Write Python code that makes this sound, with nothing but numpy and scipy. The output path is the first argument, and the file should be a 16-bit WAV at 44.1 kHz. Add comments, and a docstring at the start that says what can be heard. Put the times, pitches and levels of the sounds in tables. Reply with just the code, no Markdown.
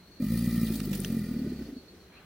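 """A swamp in still air, with an alligator straight ahead of a stereo microphone. It bellows once:
slow throat pulses ring one low resonance, gurgle, slacken and break up into single beats.
Its body heaves, air rasps through its head with every pulse, the shaken water fizzes and a few
droplets splash. All around, insects trill faintly and the water settles; at the end the reeds
rustle and something calls far off."""
import sys
import numpy as np
from scipy import signal
from scipy.fft import rfft, irfft, next_fast_len
from scipy.io import wavfile
from scipy.ndimage import uniform_filter1d, map_coordinates

SR = 44100
rng = np.random.default_rng(int(sys.argv[2]) if len(sys.argv) > 2 else 0)


def to_wav(s):
    """Save 16-bit WAV."""
    ch = np.atleast_2d(s).T  # columns
    pcm = np.round(np.clip(ch, -1, 1) * 32767)  # PCM
    wavfile.write(sys.argv[1], SR, pcm.astype(np.int16))


N = 99225
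T = np.arange(N) / SR
START_S, END_S = .198, 1.785  # the bellow

# pulse rate of the throat: t/s, rate/Hz
PULSE_RATE = [(0.198, 45.43), (0.25, 43.31), (0.28, 55.42), (0.45, 59.52), (0.72, 54.76), (0.86, 50.46),
              (1.05, 47.28), (1.35, 38.33), (1.62, 32.16), (1.7, 25.93)]
# throat modes: multiple of the resonance, level/dB, pulse-to-pulse scatter/dB, relative ring length
THROAT_MODES = [(0.639, -4.5, 2.5, 0.8), (1.026, 3, 2, 1.06), (1.65, -19, 5, 1.03), (2.55, -28, 4.5, 1.4)]
# how alike left and right are at the microphone, for the alligator and the swamp: f/Hz, likeness 0-1
GATOR_ALIKE = [(600, 1), (2200, 0.99), (4000, 0.38), (9000, 0.4), (15000, 0.65)]
SWAMP_ALIKE = [(60, 0.93), (250, 1), (600, 0.82), (1500, 0.57), (4000, 0.058), (12000, 0.05)]


def amp(db):
    """Decibels to gain."""
    return 10 ** (np.asarray(db) / 20)


def unit(x):
    """Scaled to rms 1."""
    return x / np.sqrt(np.mean(x ** 2) + 1e-20)


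def along(points, hz):
    """(f/Hz, value) points joined on a log frequency axis."""
    f, v = np.transpose(points)
    return np.interp(np.log(hz + 1), np.log(f + 1), v)


def curve(rows, at=T, column=1):
    """One column of a table, joined by straight lines in time."""
    rows = np.asarray(rows)
    return np.interp(at, rows[:, 0], rows[:, column])


def wobble(rate):
    """A smooth random curve, rate knots a second."""
    return map_coordinates(rng.standard_normal(256), [T * rate], mode="wrap")


def filtered(x, response):
    """x through a frequency response."""
    size = next_fast_len(N + SR // 2)
    return irfft(rfft(x, size) * response(np.fft.rfftfreq(size, 1 / SR)), size)[..., :N]


def spread(pair, response, alike=GATOR_ALIKE):
    """Two unrelated signals as a coloured stereo sound of rms 1."""
    turn = lambda hz: np.arccos(np.clip(along(alike, hz), -1, 1)) / 2
    mid, side = filtered(pair, lambda hz: response(hz) * np.array([np.cos(turn(hz)), np.sin(turn(hz))]))
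    return unit(np.array([mid + side, mid - side]))


def noise(colour, alike=SWAMP_ALIKE):
    """Stereo noise of rms 1 with a spectrum of (f/Hz, level/dB) points."""
    return spread(rng.standard_normal((2, N)), lambda hz: amp(along(colour, hz)), alike)


def trill(centre_hz, width_hz):
    """A narrow band of noise from out in the swamp."""
    band = lambda hz: 1 / (1 + ((hz - centre_hz) / width_hz * 2) ** 2)
    return spread(rng.standard_normal((2, N)), band, SWAMP_ALIKE)


def notes(rows, width_hz):
    """Trills that each swell and fade on a bell curve."""
    return sum(amp(db) * np.exp(-2 * ((T - s) / length) ** 2) * trill(hz, width_hz)
               for s, length, db, hz in rows)


def patchy(x, depth_db):
    """Brief bright patches scattered over time and frequency."""
    spectra = signal.stft(x, nperseg=512)[2]
    field = uniform_filter1d(rng.standard_normal(spectra.shape[1:]), size=4, axis=0)
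    field = uniform_filter1d(field, size=4, axis=1)
    return signal.istft(spectra * amp(depth_db * unit(field)), nperseg=512)[1][:, :N]


def cycles():
    """Throat cycles completed since the bellow began."""
    count = np.cumsum(curve(PULSE_RATE)) / SR
    return count - np.interp(START_S, T, count)


def pulsing(lag_s):
    """Swings between -1 and 1, cresting lag_s after each throat pulse."""
    return np.cos(2 * np.pi * np.interp(T - lag_s, T, cycles()))


def bellowing(attack_s, release_s):
    """Fades in as the bellow starts and out after it ends."""
    return np.clip((T - START_S) / attack_s, 0, 1) * np.clip((END_S + release_s - T) / release_s, 0, 1)


def still_air(level_db=-57):
    """The low hush all around the microphone."""
    # spectrum of the air: f/Hz, relative level/dB
    colour = [(20, -26), (45, -2), (85, 3), (125, -8.5), (180, 4), (250, -7), (470, -26), (620, -11.5),
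              (1200, -38), (3000, -28.5), (5900, -28), (6600, -30.5), (15500, -29)]
    return amp(level_db + .7 * wobble(8.03)) * noise(colour)


def settling_water():
    """A soft wash that outlasts the bellow."""
    # swell of the wash: t/s, level/dB
    swell = [(.2, -62.5), (.7, -48.5), (1.6, -48.5), (1.8, -57), (2.05, -56.5), (2.25, -66.5)]
    # its spectrum: f/Hz, relative level/dB
    colour = [(120, -14), (380, 0), (550, -12), (1000, -26), (5000, -24.5), (9000, -37.5)]
    return amp(curve(swell) + 1.16 * wobble(18)) * noise(colour)


def reeds():
    """A soft rustle that comes up at the end."""
    # swell of the rustle: t/s, level/dB
    swell = [(2.03, -64), (2.17, -58.5)]
    # its spectrum: f/Hz, relative level/dB
    colour = [(700, 5.5), (1500, 7.5), (3400, 0), (8000, -50)]
    return amp(curve(swell)) * noise(colour)


def far_call():
    """Two faint notes from far off."""
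    # notes of the call: t/s, length/s, level/dB, f/Hz
    call = [(2.145, 0.033, -61.5, 2300), (2.18, 0.024, -57, 2610)]
    return notes(call, width_hz=410)


def insects(swell_db=2.5):
    """Short narrow chirps over a distant, wavering chorus."""
    # bands of the chorus: f/Hz, width/Hz, level/dB
    bands = [(4144, 360, -68), (6000, 200, -77)]
    # single chirps: t/s, length/s, level/dB, f/Hz
    chirps = [(0.15, 0.21, -62, 4350), (1.395, 0.019, -54, 4440), (1.5, 0.039, -62, 4460),
              (1.578, 0.052, -60, 4420), (1.662, 0.019, -54, 4410), (1.787, 0.061, -59, 4430),
              (1.9, 0.033, -57, 4340), (2.015, 0.022, -62, 4320)]
    chorus = sum(amp(db + swell_db * wobble(21.94)) * trill(hz, width) for hz, width, db in bands)
    return chorus + notes(chirps, width_hz=85)


def splashes(attack_s=0.0005):
    """Larger droplets burst on the surface, left and right of the microphone."""
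    # sprays: t/s, level/dB, f/Hz, half-width/octaves, t60/s, left over right/dB
    sprays = [ (0.671, -45, 3480, 0.22, 0.091, -2), (0.929, -44, 2620, 1, 0.12, -14),
              (.8016, -29.5, 2750, 1, .018, -2), (.9507, -34, 8500, .5, .02, -2),
              (1.0021, -25, 9500, .28, .011, 4), (1.0465, -24.5, 3050, 1, .017, 3), ]
    out = np.zeros((2, N))
    for s, db, centre, octaves, t60, pan_db in sprays:
        age = np.maximum(T - s, 0)
        band = lambda hz: 1 / (1 + (np.log2((hz + 1) / centre) / octaves) ** 2)
        burst = spread(rng.standard_normal((2, N)), band)
        envelope = amp(db - 60 * age / t60) * (1 - np.exp(-age / attack_s))
        out += burst * envelope * amp([[pan_db / 2], [-pan_db / 2]])
    return out


def fizz(gain_db=6, drops_per_s=1600, drops_db=-5, pulsing_db=2, uneven_db=0.5):
    """Fine spray and tiny drops, thrown up in time with the pulses, a touch left of centre."""
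    # swell of the fizz: t/s, level/dB before gain_db
    swell = [(0.19, -66), (0.225, -54), (0.366, -47.5), (0.61, -48), (0.684, -46), (0.704, -50),
             (0.758, -44), (0.816, -53), (0.856, -48.5), (0.886, -53), (0.954, -45), (0.964, -48),
             (1.052, -51), (1.458, -64.5), (1.63, -66), (1.83, -81)]
    # its spectrum: f/Hz, relative level/dB
    colour = [(300, 9), (900, -7), (1600, -13.5), (2700, -5.5), (4200, 0.5), (5300, -2.5), (7000, -7),
              (10000, -0.5), (12500, -4.5), (15500, 2.5)]
    drops = (rng.random((2, N)) < drops_per_s / SR) * rng.standard_normal((2, N))
    spray = noise(colour, GATOR_ALIKE) + amp(drops_db) * spread(drops, lambda hz: amp(along(colour, hz)))
    spray = patchy(spray, depth_db=3)
    shaking = amp(pulsing_db * pulsing(lag_s=0.0026) + uneven_db * wobble(58.1))
    envelope = amp(gain_db + curve(swell)) * bellowing(attack_s=0.0023, release_s=0.18)
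    return unit(spray * shaking) * envelope * amp([[.5], [-.5]])


def rasp(pulsing_db=4, climb_width_hz=90):
    """Puffs of air, one a pulse, through the narrow resonances of the head, one of which climbs."""
    # swell of the rasp: t/s, level/dB
    swell = [(.19, -102.5), (.205, -58), (.33, -53), (.65, -51), (.85, -58.5), (1.25, -56), (1.48, -62),
             (1.7, -66.5), (1.82, -87)]
    # steady airway resonances: f/Hz, half-width/Hz, relative level/dB
    airway = [(1217, 26, 8.5), (1842, 31.4, 12.5), (1966, 61, 10), (2413, 55, 7.5), (4640, 62, 6.5)]
    # the climbing resonance: t/s, f/Hz, level/dB relative to the steady ones
    climb = [(.45, 1312, -8.5), (1.25, 1420, -10), (1.52, 1493, -3)]
    puffs = amp(pulsing_db * pulsing(lag_s=0.0037))
    head = lambda hz: sum(amp(db) * (2j * hz * width / (centre ** 2 - hz ** 2 + 2j * hz * width)) ** 2
                          for centre, width, db in airway)
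    steady = spread(rng.standard_normal((2, N)) * puffs, head)
    phase = 2 * np.pi * np.cumsum(curve(climb)) / SR
    band = wobble(climb_width_hz) * np.cos(phase) + wobble(climb_width_hz) * np.sin(phase)
    climbing = amp(curve(climb, column=2)) * unit(puffs * band)
    return (steady + climbing) * amp(curve(swell))


def chest(chest_hz=59, q=2.5, fundamental_db=5.5, octave_db=0.5, sway_db=-21):
    """The body heaves at the pulse rate and its octave, each strongest on the chest resonance."""
    # swell of the heaving: t/s, level/dB before the gains and the resonance
    swell = [(0.2, -45), (0.39, -48), (0.712, -46), (1.176, -45.5), (1.33, -40), (1.45, -45.5), (1.62, -47),
             (1.8, -69)]
    heave, rate = pulsing(lag_s=0.0067), curve(PULSE_RATE)
    resonance = lambda hz: 1 / (1 + (q * (hz / chest_hz - chest_hz / hz)) ** 2)
    octave = amp(octave_db + wobble(25.07)) * resonance(2 * rate) * unit(2 * heave ** 2 - 1)
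    mid = amp(fundamental_db) * resonance(rate) * unit(heave) + octave
    side = amp(sway_db) * resonance(rate) * unit(pulsing(lag_s=0.0069)) * wobble(13.2)
    envelope = amp(curve(swell) - 0.5 * wobble(11)) * bellowing(attack_s=0.013, release_s=0.022)
    return np.array([mid + side, mid - side]) * envelope


def gurgles(half_length_s=0.0043, rise_hz_per_s=4500):
    """Wet blips a few cycles long, each sliding up in pitch."""
    # each blip at its crest: t/s, level/dB, f/Hz
    blips = [(.211, -41.5, 543), (.231, -46, 620), (.616, -38.5, 370), (.817, -41, 367), (.878, -29.5, 338),
             (.993, -34, 385), (1.172, -35, 396), (1.466, -30, 360), (1.524, -31, 352), (1.612, -33, 322)]
    out = np.zeros(N)
    for s, db, hz in blips:
        t = T - s
        phase = 2 * np.pi * (hz + rise_hz_per_s * t / 2) * t
        out += amp(db) * np.exp(-(t / half_length_s) ** 2) * np.sin(phase)
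    return out


def thump(s, hz, db, mode_luck, swell_s=.0069, crest_lag_s=0.00391, tight_loss_db=8):
    """One rounded swell of the throat modes, cresting just after time s."""
    near = np.flatnonzero(abs(T - s) < 1 / 20)
    t = T[near] - s - crest_lag_s
    # slower pulses ring longer
    fall_s = swell_s * (curve(PULSE_RATE).max() / curve(PULSE_RATE, s)) ** 0.15
    # a tight, higher-pitched throat swells more slowly and its lowest mode weakens
    tight = np.interp(hz, [228, 246], [0, 1])
    rise_s = swell_s * (1 + 0.18 * tight)
    ring = np.zeros(len(t))
    for luck, (ratio, mode_db, scatter_db, length) in zip(mode_luck, THROAT_MODES):
        age = np.maximum(1 + t / np.where(t < 0, rise_s, fall_s * length), 0)  # 1 at the crest
        envelope = (age * np.exp(1 - age)) ** 2
        level_db = db + mode_db + scatter_db * luck - tight_loss_db * tight * (ratio < 1)
        ring += amp(level_db) * np.cos(2 * np.pi * hz * ratio * t) * envelope
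    return np.bincount(near, ring, N)


def throat(jitter_s=.0003, scatter_db=4, pitch_scatter=.025, flap_pitch_ratio=1.1, beat_clear_s=.01):
    """Each pulse, and a higher flap after it, rings the throat; a marked beat replaces its pulse."""
    # effort of the bellow: t/s, level/dB into the modes, resonance f/Hz
    effort = [(0.283, -37.5, 198), (0.305, -26, 202), (0.39, -25, 205.5), (0.48, -28.5, 211),
              (0.69, -27.5, 209.2), (0.77, -29.5, 233), (0.82, -33, 212), (0.91, -29, 211.5),
              (0.975, -32.5, 179), (1.0, -31.5, 215), (1.06, -34, 180), (1.085, -33, 223),
              (1.17, -26.5, 214), (1.25, -33, 211), (1.41, -30, 228.5), (1.5, -31, 222.3), (1.65, -38, 218)]
    # second flap inside each cycle: t/s, size relative to the pulse
    flap = [(.28, 0.06), (.7, 0.07), (0.76, 0.45), (1.04, 0.34), (1.34, 0.34), (1.44, 0.42), (1.64, 0.55),
            (1.71, 0.2)]
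    # beats that stand out of the roll: t/s, level/dB into the modes, resonance f/Hz
    beats = [(0.202, -28, 250), (0.2222, -25, 221), (.241, -26, 230), (0.2647, -27.5, 203),
             (0.4736, -21.5, 208), (.63, -21.5, 215.5), (1.1676, -25, 219), (1.687, -37, 256),
             (1.704, -42, 257), (1.726, -37, 258), (1.765, -36.5, 247)]
    count, out = cycles(), np.zeros(N)
    pulses = int(np.interp(END_S, T, count)) + 1
    draws = rng.standard_normal((pulses, 5 + len(THROAT_MODES)))
    for k, (place, detune, jitter, size, flap_size, *mode_luck) in enumerate(draws):
        flap_at = 0.5924 + 0.063 * place  # share of the cycle
        s, flap_s = np.interp([k, k + flap_at], count, T)
        if any(abs(s - beat[0]) < beat_clear_s for beat in beats):
            continue
        db = curve(effort, s)
        hz = curve(effort, s, column=2) * (1 + pitch_scatter * detune)
        out += thump(s + jitter_s * jitter, hz, db + scatter_db * np.tanh(size), mode_luck)
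        flap_db = db + scatter_db * np.tanh(flap_size)
        out += curve(flap, s) * thump(flap_s, hz * flap_pitch_ratio, flap_db, mode_luck)
    return out + sum(thump(s, hz, db, np.zeros(len(THROAT_MODES))) for s, db, hz in beats)


def scene():
    """The alligator straight ahead of the microphone, the swamp all around."""
    alligator = throat() + gurgles() + chest() + rasp()
    shaken_water = fizz() + splashes()
    swamp = insects() + far_call() + still_air() + settling_water() + reeds()
    return alligator + shaken_water + swamp


def record(dry):
    """The recorder drops the deepest rumble and everything above its band limit."""
    low_cut_hz, top_hz = 14, 15880
    return filtered(dry, lambda hz: (1j * hz / (1j * hz + low_cut_hz)) ** 2 * (hz < top_hz))


dry = scene()
out = record(dry)
to_wav(out)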